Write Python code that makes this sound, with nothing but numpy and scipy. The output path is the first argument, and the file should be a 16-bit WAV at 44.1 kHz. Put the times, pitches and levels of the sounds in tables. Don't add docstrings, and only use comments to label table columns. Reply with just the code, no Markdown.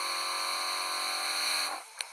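import sys
import numpy as np
from scipy import signal
from scipy.fft import rfft, irfft, next_fast_len
from scipy.io import wavfile
from scipy.ndimage import uniform_filter1d, map_coordinates

SR = 44100
rng = np.random.default_rng(int(sys.argv[2]) if len(sys.argv) > 2 else 0)


def gain_from_db(level_db):
    decades = np.asarray(level_db, float) / 20
    return 10 ** decades


def wav_out(sig):
    wavfile.write(sys.argv[1], SR, np.round(np.clip(np.atleast_2d(sig).T, -1, 1) * 32767).astype(np.int16))


N = 93536
RUN_HZ = 45.97


def unit(x):
    return x / np.sqrt(np.mean(x ** 2) + 1e-20)


def along(points, hz):
    f, v = np.transpose(points)
    return np.interp(np.log(hz + 1), np.log(f + 1), v)


def curves(rows):
    s, *cols = np.transpose(rows)
    return [np.interp(np.arange(N) / SR, s, c) for c in cols]


def wobble(rate):
    knots = rng.standard_normal(int(N * 100 / SR))
    return map_coordinates(knots, [np.arange(N) * min(rate, 90) / SR])


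def filtered(x, gain):
    m = 2 * next_fast_len(N // 2 + 4096)
    cep = irfft(np.log(gain(np.fft.rfftfreq(m, 1 / SR)) + 1e-6), m)
    cep[1:m // 2] *= 2
    cep[m // 2 + 1:] = 0
    return irfft(rfft(x, m) * np.exp(rfft(cep)), m)[:N]


def patchy(patchy_db):
    z = signal.stft(rng.standard_normal(N + 512), nperseg=256)[2]
    field = uniform_filter1d(rng.standard_normal(z.shape), size=5, axis=0)
    field = uniform_filter1d(field, size=12, axis=1)
    return unit(signal.istft(z * gain_from_db(patchy_db * unit(field)), nperseg=256)[1][:N])


def pump():
    # start_s, shaft_hz (turns per second), level_db
    motor = [
        (0, 46.06, -48.5),
        (1.67, 45.95, -48.5),
        (1.7, 45.6, -52),
        (1.745, 43.5, -44.5),
        (1.79, 38.7, -57),
        (1.81, 38.7, -76),
        (1.84, 37.5, -69),
    ]
    # start_s, bearing (0 tank towards us to 3 away)
    turning = [
        (.2, 0),
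        (.6, 1.5),
        (.8, 0.84),
        (1.14, 2),
        (1.52, 3),
    ]
    shaft_hz, level_db = curves(motor)
    turned, = curves(turning)
    t = np.arange(N) / SR
    level = gain_from_db(level_db - 400 * np.clip(t - motor[-1][0], 0, None))
    start_rad = -1.0
    angle = start_rad + 2 * np.pi * np.cumsum(shaft_hz) / SR
    buzz = tank_buzz(shaft_hz, angle, turned)
    return level * (gain_from_db(6.5) * buzz + gain_from_db(2) * valve_gurgle(shaft_hz, angle, turned))


def tank_buzz(shaft_hz, angle, turned):
    # towards_db, little_turned_db, half_turned_db, away_db
    order_levels = [(-32.0, -30.0, -32.0, -31.0), (-24.0, -22.0, -20.0, -17.0),
                    (-16.0, -17.0, -17.0, -17.0), (-15.0, -16.0, -15.0, -18.0),
                    (-19.0, -18.0, -21.0, -24.0), (-49.0, -33.0, -23.0, -18.0),
                    (-14.0, -19.0, -20.0, -18.0), (-9.0, -8.0, -12.0, -16.0), (-24.0, -15.0, -9.0, -7.0),
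                    (-14.0, -13.0, -15.0, -15.0), (-14.0, -19.0, -31.0, -26.0), (-12.0, -6.0, -2.0, -10.0),
                    (-11.0, -13.0, -5.0, -8.0), (-16.0, -19.0, -18.0, -11.0), (-19.0, -13.0, -18.0, -16.0),
                    (-21.0, -16.0, -17.0, -12.0), (-8.0, -5.0, -16.0, -13.0), (-4.0, -1.0, -14.0, -12.0),
                    (2.0, 0.0, -2.0, -10.0), (0.0, -2.0, -6.0, -8.0), (-2.0, -1.0, -7.0, -4.0),
                    (-1.0, -1.0, 0.0, -3.0), (-21.0, -18.0, -14.0, -5.0), (-23.0, -17.0, -13.0, -19.0),
                    (-7.0, -7.0, -7.0, -10.0), (-15.0, -17.0, -13.0, -14.0), (-16.0, -11.0, -5.0, -8.0),
                    (-22.0, -27.0, -16.0, -14.0), (-12.0, -10.0, -9.0, -22.0), (-15.0, -21.0, -12.0, -22.0),
                    (-21.0, -23.0, -15.0, -16.0), (-12.0, -11.0, -15.0, -6.0), (-22.0, -21.0, -16.0, -18.0),
                    (-18.0, -17.0, -18.0, -17.0)]
    sides, order = np.transpose(order_levels), np.arange(5, 39)
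    slowing_db = 5 * np.clip(RUN_HZ - shaft_hz, 0, None)
    buzz = np.zeros(N)
    for k in order:
        place = k * np.minimum(shaft_hz / RUN_HZ, 1)
        db = 0
        for i, side in enumerate(sides):
            nearness = np.clip(1 - abs(turned - i), 0, 1)
            db = db + nearness * np.interp(place, order, side)
        upper = k > 11
        level = gain_from_db(db - upper * slowing_db + 1.23 * wobble(5.03))
        smear_rad = np.pi * (.48 if upper else -.27) * k * k
        path_rad = .35 * rng.normal() + .35 * wobble(3)
        buzz += level * np.cos(k * angle + smear_rad + path_rad)
    return buzz


def valve_gurgle(shaft_hz, angle, turned):
    # pitch_hz, level_db (per Hz)
    liquid = [(150, -25.5), (300, -21), (520, -16.5), (720, 0), (860, -11.5), (1050, 6), (1300, -10),
              (1700, -4.5)]

    def colour(hz):
        octaves_above = np.log2(np.maximum(hz / liquid[-1][0], 1))
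        return gain_from_db(along(liquid, hz) - 38.4 * octaves_above)
    gate = 1 + 0.17 * np.cos(2 * angle)
    since_slap_s = (angle / (2 * np.pi) - .92) % 1 / shaft_hz
    gate = gate + .7 * np.clip(turned - 1, 0, None) * np.exp(-since_slap_s / .004)
    return unit(filtered(gate * patchy(patchy_db=0.0), colour))


def run_down():
    # start_s, peak_db, pitch_hz
    knocks = [(1.677, -34, 1170), (1.687, -30, 780), (1.7015, -29.5, 1065), (1.7113, -27.5, 832),
              (1.7235, -26, 1077), (1.7335, -27, 793), (1.7455, -28, 1080), (1.7585, -31, 783),
              (1.7785, -32.5, 776), (1.7825, -35.5, 1037), (1.801, -39, 713.6), (1.813, -43, 756),
              (1.829, -43.5, 790)]
    fade_s, rise_s = 0.043, 0.00068
    out = np.zeros(N)
    for s, db, hz in knocks:
        t = np.clip(np.arange(N) / SR - s, 0, None)
        ring = np.sin(2 * np.pi * hz * t)
        ring += 0.38 * np.sin(2 * np.pi * 1.7 * hz * t)
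        ring += 0.28 * np.sin(2 * np.pi * 0.73 * hz * t)
        out += gain_from_db(db - 60 * t / fade_s) * (1 - np.exp(-t / rise_s)) * ring
    return out


def spray():
    # start_s, flow_db, brightness_db
    flow = [(0, -37.5, 3), (.2, -37, 2), (.48, -37, 3.5), (.64, -37, 2), (.84, -38, 4), (1, -36, 3),
            (1.22, -37.5, 4), (1.36, -35, 3), (1.6, -33.5, 4), (1.67, -35, 3.5), (1.695, -43, 6),
            (1.76, -45, 5), (1.84, -55, 11.5), (1.95, -57, 8.5), (2.03, -55.5, 10), (2.12, -55, 9)]
    # pitch_hz, level_db (per Hz)
    jet_colour = [(300, -22.5), (800, -43.5), (1500, 0), (2300, -3), (4300, 3), (10000, -0.5), (15000, 5.5)]
    flow_db, bright_db = curves(flow)
    drops_per_s = 1500
    drops = unit((rng.random(N) < drops_per_s / SR) * rng.choice([-1, 1], N))
    flutter = gain_from_db(0.49 * wobble(9.1) + 0.29 * wobble(29.8))
    source = flutter * (patchy(patchy_db=0.5) + gain_from_db(-10.5) * drops)
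    jet = filtered(source, lambda hz: gain_from_db(along(jet_colour, hz)))

    def fine_band(hz):
        return 1 / np.sqrt((1 + (6000 / (hz + 1)) ** 8) * (1 + (hz / 12500) ** 16))
    fine = filtered(jet, fine_band)
    top_hiss = irfft(rfft(jet) * (np.fft.rfftfreq(N, 1 / SR) > 13600), N)
    top_left = gain_from_db(2.5 * np.minimum(flow_db + 45, 0))
    jet = jet - (1 - top_left) * top_hiss
    return gain_from_db(flow_db + 5.5) * (jet + (gain_from_db(bright_db) - 1) * fine)


def creak():
    # start_s, pitch_hz, level_db
    slips = [
        (1.82, 415, -68),
        (1.86, 436.5, -57),
        (1.9, 445, -53.5),
        (1.945, 440, -60.5),
        (1.97, 457, -80),
    ]
    hz, db = curves(slips)
    angle = 2 * np.pi * np.cumsum(hz * (1 + 0.013 * wobble(39.94))) / SR
    t = np.arange(N) / SR
    sounding = (t > slips[0][0]) * (t < slips[-1][0])
    tone = gain_from_db(-11) * np.sin(angle) + np.sin(2 * angle)
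    return sounding * gain_from_db(db + 1.2 * wobble(46.8)) * tone


def handle():
    # start_s, peak_db, length_s, centre_hz
    clicks = [
        (1.974, -44, 0.019, 1450),
        (1.9883, -39, 0.001795, 6200),
        (1.99, -31.5, .002, 9600),
        (1.9933, -33, 0.00097, 9500),
        (2.005, -38, 0.001597, 9500),
        (2.0065, -26, 0.0021, 9700),
        (2.0135, -36, 0.0044, 9900),
        (2.017, -43, 0.0081, 10490),
        (2.0206, -41, 0.0062, 9850),
    ]
    # start_s, level_db
    snap = [
        (2.00697, -6),
        (2.00751, -1),
        (2.00797, -12),
        (2.00866, -9),
    ]
    # pitch_hz, level_db
    lever = [(200, -20.5), (900, 4), (2350, -3), (3200, 14.5), (4150, -1.5), (5100, 0), (5800, 1),
             (12000, -18)]
    out, blows, t = np.zeros(N), np.zeros(N), np.arange(N) / SR
    for s, db, length, centre_hz in clicks:
        u = np.clip((t - s) / length, 0, None)
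        burst = np.clip(5 * u, 0, 1) * np.exp(-u ** 2.9) * np.sign(rng.standard_normal(N))
        narrow = filtered(burst, lambda hz: 1 / (1 + (np.log((hz + 1) / centre_hz) / 0.23) ** 2))
        out += gain_from_db(db + 13.0) * narrow
    for s, db in snap:
        blows[round(s * SR)] = gain_from_db(db)
    return out + filtered(blows, lambda hz: gain_from_db(along(lever, hz)))


def garden():
    # pitch_hz, level_db (per Hz)
    air = [(40, -14), (120, -25), (300, -23), (500, -5), (900, 8.5), (1600, 1), (5500, -13), (14000, -24)]
    rustle = unit(filtered(patchy(patchy_db=2), lambda hz: gain_from_db(along(air, hz))))
    return gain_from_db(-53 + 1.5 * wobble(11.48)) * rustle


def scene():
    return np.tile(pump() + run_down() + spray() + creak() + handle() + garden(), (2, 1))


def roll_off(x):
    return signal.sosfilt(signal.butter(12, 15630, fs=SR, output="sos"), x)


def record(dry):
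    # pitch_hz, width_hz, level_db
    cavities = [(2317, 565, 9), (2955, 440, -3.5), (4223, 660, 9), (5965, 580, -4), (6330, 1040, -8),
                (8634, 980, -5), (9656, 600, -2.5), (10865, 900, -7), (12260, 930, -18), (13500, 700, -23),
                (15000, 2000, -28)]
    # pitch_hz, level_db (per Hz)
    self_noise = [(25, 2), (90, 5), (300, 7.5), (1500, 5), (3400, 19.5), (6500, 23), (12500, -4),
                  (14200, -25)]

    def colour(hz):
        skirt = 4.7
        peaks = 0
        for c, w, db in cavities:
            peaks = peaks + gain_from_db(2 * db) / (1 + (2 * (hz - c) / w) ** 2 / skirt) ** skirt ** 1.35
        plateau = 1 / (1 + (hz / 1770) ** 60)
        valley = gain_from_db(2 * -21.5) / (1 + (hz / 13500) ** 16)
        notch = 1 - 0.41 / (1 + ((hz - 1833) / 50) ** 2)
        edges = (1 + (220 / (hz + 1)) ** 6) * (1 + (hz / 15680) ** 400)
        return notch * np.sqrt((peaks + plateau + valley) / edges)
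    hiss = gain_from_db(-59) * unit(filtered(patchy(patchy_db=4.0), lambda hz: gain_from_db(along(self_noise, hz))))
    mix = np.tile(filtered(dry[0], colour) + hiss, (2, 1))
    return roll_off(mix)


dry = scene()
out = record(dry)
wav_out(out)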